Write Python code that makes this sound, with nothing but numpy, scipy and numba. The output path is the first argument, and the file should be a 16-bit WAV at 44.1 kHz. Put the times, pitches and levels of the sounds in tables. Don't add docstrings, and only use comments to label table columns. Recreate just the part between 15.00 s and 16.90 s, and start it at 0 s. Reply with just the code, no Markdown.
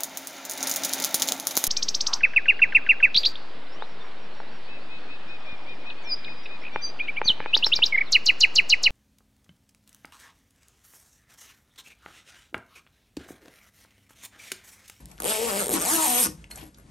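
import sys
import numpy as np
from scipy import signal
from scipy.fft import rfft, irfft
from scipy.io import wavfile
from scipy.ndimage import uniform_filter1d, map_coordinates
from numba import njit

SR = 44100
rng = np.random.default_rng(int(sys.argv[2]) if len(sys.argv) > 2 else 0)


def boost_factor(decibels):
    exponent = np.asarray(decibels, float) / 20
    return 10 ** exponent


def dump(signal):
    limited = np.clip(np.atleast_2d(signal).T, -1, 1)
    pcm = np.round(limited * 32767).astype(np.int16)
    wavfile.write(sys.argv[1], SR, pcm)


N = 83790

SCRAPE_GATE_S = .008


def noise():
    return rng.standard_normal(N)


def level(x, db):
    return x * boost_factor(db) / np.sqrt(np.mean(x ** 2))


def colour(x, points):
    hz, db = np.array(points, float).T
    log_hz = np.log(np.linspace(1, SR / 2, 2049))
    cepstrum = irfft(np.interp(log_hz, np.log(hz), db) * np.log(10) / 20)
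    cepstrum[1:2048] *= 2
    cepstrum[2049:] = 0
    response = irfft(np.exp(rfft(cepstrum)))
    return signal.fftconvolve(x, response)[:N]


def band(x, hz, width):
    return signal.lfilter(*signal.iirpeak(hz, hz / width, SR), x)


@njit
def glide(x, hz, q):
    y, b, l = np.empty(len(x)), 0., 0.
    for i in range(len(x)):
        g = np.tan(np.pi * hz[i] / SR)
        v = (b + g * (x[i] - l)) / (1 + g * (g + 1 / q))
        b, l, y[i] = 2 * v - b, l + 2 * g * v, v / q
    return y


def fade(x, tau_s):
    return signal.lfilter([1], [1, -np.exp(-1 / (tau_s * SR))], x)


def strikes(times, sizes):
    samples = (np.asarray(times) * SR).astype(int)
    return np.bincount(samples, np.broadcast_to(sizes, np.shape(times)), N)[:N]


def ring(t, hz, t60):
    return (t > 0) * np.sin(2 * np.pi * hz * t) * np.exp(-np.log(1000) * np.abs(t) / t60)


def walk(size):
    return level(uniform_filter1d(uniform_filter1d(noise(), size), size), 0)


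def follow(t, table):
    at, *columns = np.array(table).T
    return [np.interp(t, at, column) for column in columns]


def hum():
    # pitch_hz, level_db
    hum_colour = [(30, -22.5), (50, 10), (100, -7.5), (145, 1), (400, -16), (5500, -33), (11000, -32),
                  (12300, -52)]
    swell = boost_factor(2.8 * level(uniform_filter1d(noise(), size=4000), 0))
    return level(colour(noise(), hum_colour), -53.5) * swell


def room(t, x):
    t60_s, gap_s, room_db = 0.23, 0.0035, -11
    # pitch_hz, level_db
    room_colour = [(100, 14.5), (400, 6), (900, 3.5), (3000, 0), (6000, 2.5), (12000, -5.5)]
    tail = noise() * (t > gap_s) * np.exp(-np.log(1000) * t / t60_s)
    tail = tail / np.sqrt(np.sum(tail ** 2))
    return boost_factor(room_db) * signal.fftconvolve(colour(x, room_colour), tail)[:N]


def cloth_rustle(t):
    # start_s, length_s, level_db
    moves = [
        (0, 0.007, -56),
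        (0.082, 0.37, -60),
        (1.501, 0.085, -51),
        (1.572, 0.081, -51.5),
        (1.65, 0.068, -71),
        (1.769, 0.032, -62),
    ]
    # pitch_hz, level_db
    cloth_colour = [(200, 5.5), (600, 7.5), (1500, 3), (2800, -7), (5000, -8.5), (9000, -6.5), (11500, 6.5),
                    (13500, -43)]
    grains = noise() * boost_factor(3.3 * uniform_filter1d(noise(), size=100) * 10)
    shape = 0
    for at, length, db in moves:
        rise = np.clip((t - at) / 0.0024, 0, 1)
        fall = np.clip(1 - (t - at - length) / 0.052, 0, 1) ** 2
        shape = shape + boost_factor(db) * rise * fall
    return shape * level(colour(grains, cloth_colour), 0)


def flap_thumps(t):
    # start_s, peak_db, pitch_hz, t60_s
    thumps = [
        (0.736, -13, 319, 0.061),
        (1.269, -22.5, 166, 0.036),
        (1.259, -22, 309, .05),
        (1.277, -41.5, 76.5, 0.086),
        (1.307, -39, 183, .1),
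        (1.325, -35, 169, 0.048),
        (1.352, -45, 181, 0.11),
        (1.568, -44, 152, 0.063),
        (1.625, -33.5, 307, 0.072),
    ]
    out = 0
    for at, db, hz, t60 in thumps:
        soft_start = np.clip((t - at) / 0.0055, 0, 1)
        out = out + boost_factor(db) * ring(t - at, hz, t60) * soft_start
    return out


def finger_ticks():
    # start_s, peak_db, centre_hz, length_s
    ticks = [(0.0572, -27.5, 11200, 0.00038), (0.1145, -36.5, 8400, 0.0015), (0.117, -45, 2140, 0.0022),
             (0.180, -38.5, 3340, .0008), (0.187, -38, 1480, 0.001), (1.442, -34.5, 2230, 0.0017),
             (1.509, -37.5, 6050, 0.0058), (1.511, -35, 2560, 0.0046), (1.528, -54.5, 6040, 0.00072),
             (1.558, -28.5, 7800, 0.0041), (1.583, -38.5, 2490, 0.014), (1.61, -40, 2860, 0.022),
             (1.745, -44, 4400, 0.0036)]
    out = 0
    for at, db, hz, length in ticks:
        burst = fade(strikes([at], 1.), length) * np.sign(noise())
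        tick = band(burst, hz, 0.39 * hz)
        out = out + boost_factor(db) * tick / np.abs(tick).max()
    return out


def tab_ring(t):
    struck_s = 1.514
    # pitch_hz, level_db, t60_s
    tab_modes = [(4300, -39, 0.08), (4210, -45, 0.033), (8290, -36, 0.015), (10900, -36, 0.02),
                 (2190, -41, 0.029)]
    return sum(boost_factor(db) * ring(t - struck_s, hz, t60) for hz, db, t60 in tab_modes)


def teeth(t):
    wobble, jitter, smooth_rate = .011, .02, 220
    # time_s, teeth_per_s
    speed = [(.251, 145), (.275, 197), (.316, 224), (.374, 212), (.442, 240), (.488, 227), (.51, 199),
             (.572, 198), (.604, 213), (.645, 156), (.846, 195), (.9, 281), (.936, 338), (1.045, 310),
             (1.075, 251), (1.138, 241), (1.204, 254), (1.263, 170)]
    # start_s, end_s
    stall = (.647, .8505)
    single_teeth = [.202, 0.221, 0.2339, 0.243, .651, 0.659, 0.668, .682, .693, 0.701, 0.7092, 0.716, 0.72,
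                    .726, 0.7296, 0.734, 0.7378, 0.7388, 0.742, 0.7468, 0.7506, 0.7543, 0.7604, 0.7657,
                    0.7718, 0.7781, .7853, 0.7919, 0.7989, .8046, 0.8114, 0.8164, 0.823, 0.829, 0.8348,
                    0.8397, .8457, .8508, 1.268]
    at, rate = np.array(speed).T
    moving = (t >= at[0]) & (t < at[-1]) & ((t < stall[0]) | (t > stall[1]))
    pace = np.interp(t, at, rate) * (1 + wobble * walk(size=700)) * moving
    passed = np.floor(np.cumsum(pace) / SR + .98)
    run = t[1:][np.diff(passed) > 0]
    uneven = smooth_rate ** 2 / np.interp(run, at, rate) ** 3
    run = run + jitter * rng.standard_normal(len(run)) * uneven
    return np.concatenate([single_teeth, run])


def mesh_thumps(t, push):
    slack_db = 1.8
    # pitch_hz, width_hz, level_db
    frame_modes = [(188, 92, -6), (321.5, 52, 4), (492, 39, -4), (624, 32, -8), (737, 70, -8.5),
                   (961, 99, -2), (1117, 175, -3), (1423, 630, -7)]
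    # time_s, frame_db, panel_hz, panel_db
    mesh_course = [(.2, -35.5, 830, -41), (.25, -41, 420, -26.5), (.31, -35.5, 636, -31),
                   (.4, -44.5, 470, -25), (.48, -35.5, 510, -30), (.52, -35, 564, -32.5),
                   (.62, -36, 566, -29), (.66, -38, 410, -26), (.72, -40, 421, -23),
                   (.77, -30.5, 243, -30.5), (.81, -36.5, 515, -32), (.89, -37.5, 926, -31),
                   (.94, -31, 680, -36), (1.0, -40, 960, -27.5), (1.05, -41, 914, -27.5),
                   (1.1, -35.5, 796, -36), (1.2, -38.5, 487, -34), (1.275, -30, 292, -39.5)]
    frame_db, panel_hz, panel_db = follow(t, mesh_course)
    push = level(push, 0) + level(fade(push, SCRAPE_GATE_S) * noise(), -13)
    frame = 0
    for k, (hz, width, db) in enumerate(frame_modes):
        jerks = push * boost_factor(frame_db + slack_db * walk(size=900))
        frame = frame + (-1) ** k * boost_factor(db) * band(jerks, hz, width)
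    frame = signal.sosfilt(signal.butter(2, 150, "high", fs=SR, output="sos"), frame)
    panel = glide(push * boost_factor(panel_db), panel_hz, 4.37)
    return boost_factor(14.0) * frame + boost_factor(14.5) * panel


def tooth_burst(hits, scrape_db):
    snap_s, roughness = .00032, .13
    tail = fade(fade(hits, snap_s), snap_s / 2)
    click = hits + roughness * tail * np.sign(noise())
    scrape = fade(hits, SCRAPE_GATE_S) * noise()
    return level(click, 0) + level(scrape, scrape_db)


def tooth_snaps(t, hit, knock):
    snap_scrape_db, knock_scrape_db = -6.5, 2
    # time_s, snap_db, dullness_db
    pull = [(0.2, -31.5, 3), (0.208, -33.5, 4), (0.3, -27, 3.5), (0.402, -36, 9.5), (0.602, -30.5, 5.5),
            (0.696, -28.5, 0.5), (0.734, -25, 0), (0.78, -33, 7.5), (0.94, -26, 0.5), (1.006, -30.5, 3.5),
            (1.028, -26, 2.5), (1.174, -24.5, 0), (1.18, -22, 0.5), (1.25, -22, -4.5), (1.27, -29, 1.5),
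            (1.275, -30, 6.5)]
    # pitch_hz, level_db
    snap_colour = [(900, -40.5), (5500, -22), (7200, -18.5), (8700, 0.5), (11300, -3.5), (13000, -7.5),
                   (14500, -13.5), (15500, -4.5)]
    # pitch_hz, level_db
    knock_colour = [(500, -21.5), (1000, -7), (1600, -6.5), (2700, -4.5), (4000, -5.5), (5500, -9.5),
                    (7000, -5), (9000, -8.5)]
    # time_s, pitch_hz, level_db
    hollow = [
        (.2, 3240, -3),
        (.35, 3560, 3.5),
        (.5, 2620, -21),
        (.72, 1610, -24.5),
        (.82, 9030, 8),
        (.93, 5900, -4.5),
        (1.05, 7400, -1.5),
        (1.189, 2530, -21.5),
        (1.249, 5730, 1.5),
    ]
    # pitch_hz, width_hz, level_db
    slider_modes = [(8400, 1400, -13), (10960, 520, -9.5), (11800, 810, -16)]
    snap_db, dull_db = follow(t, pull)
    snap = level(colour(tooth_burst(hit, snap_scrape_db), snap_colour), -2.95)
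    dull = level(colour(tooth_burst(knock, knock_scrape_db), knock_colour), -9) * boost_factor(dull_db)
    hollow_hz, hollow_db = follow(t, hollow)
    cupped = glide(level(tooth_burst(hit, knock_scrape_db), 0), hollow_hz, 4.) * boost_factor(hollow_db)
    body = 0
    for hz, width, db in slider_modes:
        body = body + level(band(tooth_burst(hit, snap_scrape_db), hz, width), db)
    return boost_factor(snap_db) * (snap + dull + cupped + body)


def floor_echo(t, x):
    # time_s, lag_ms, level_db
    bounce = [(.2, .45, -14), (.3, .37, -11), (.58, .39, -11), (.66, .57, -13), (.73, .57, -14),
              (.76, .38, -12), (.82, .33, -8), (.88, .5, -5), (.96, .72, -6), (1.0, .8, -16),
              (1.06, .33, -16), (1.1, .33, -12), (1.27, .35, -13)]
    lag_ms, echo_db = follow(t, bounce)
    late = map_coordinates(x, [(t - lag_ms / 1000) * SR], mode="nearest")
    return boost_factor(echo_db) * late


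def zipper(t):
    when = teeth(t)
    scatter_db = (1.2, 1.2, 1.8)
    hit, knock, push = (strikes(when, boost_factor(db * rng.standard_normal(len(when)))) for db in scatter_db)
    bright = tooth_snaps(t, hit, knock)
    return bright + floor_echo(t, bright) + mesh_thumps(t, push)


def unlike_paths(t, x):
    # pitch_hz, level_db
    unshared_colour = [(60, -21), (300, -12), (1300, -2), (2400, -9), (4600, -7), (7500, -10), (10000, -24),
                       (15000, -14)]
    scatter = (noise() * np.exp(-t / .006))[:N // 20]
    scatter = scatter / np.sqrt(np.sum(scatter ** 2))
    spread = signal.fftconvolve(x * walk(size=2000), scatter)[:N]
    return colour(spread, unshared_colour) * np.array([[1], [-1]])


def ports(dry):
    # pitch_hz, level_db
    right = [(60, 0), (250, -2), (700, -6), (1300, -5), (2400, -3), (4400, -3), (8000, 0), (15000, 0)]
    # pitch_hz, lag_cycles
    left_lag = [(0, 0), (1050, -.14), (1400, -.62), (1700, -.8), (2700, -1.06), (5000, -1.08), (7000, -1),
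                (8500, -.98), (10250, -.5), (11800, 0), (12800, .1), (13100, .5), (14400, .5), (14800, 1)]
    # pitch_hz, level_db
    port_colour = [(11600, 0), (12400, -4.5), (13200, -14.5), (14300, -6), (15500, -17)]
    hz = np.arange(N // 2 + 1) * SR / N
    turn = np.exp(-2j * np.pi * np.interp(hz, *np.array(left_lag).T))
    right_hz, right_db = np.array(right).T
    weaker = boost_factor(np.interp(np.log(hz + 1), np.log(right_hz), right_db))
    return [colour(irfft(rfft(x) * gain, N), port_colour) for x, gain in zip(dry, (turn, weaker))]


def scene():
    t = np.arange(N) / SR
    near = cloth_rustle(t) + flap_thumps(t) + finger_ticks() + tab_ring(t) + zipper(t)
    shared = hum() + room(t, near) + near
    return boost_factor(1.5) * (shared + unlike_paths(t, shared))


def band_limit(x):
    return signal.sosfilt(signal.butter(12, 17120, fs=SR, output="sos"), x)


def record(dry):
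    low_cut_hz, top_hz, headroom = 36, 15700, .9
    both = signal.sosfilt(signal.butter(4, low_cut_hz, "high", fs=SR, output="sos"), ports(dry))
    both = headroom * np.tanh(both / headroom)
    both = signal.sosfilt(signal.ellip(12, .5, 70, top_hz, fs=SR, output="sos"), both)
    return band_limit(both)


dry = scene()
out = record(dry)
dump(out)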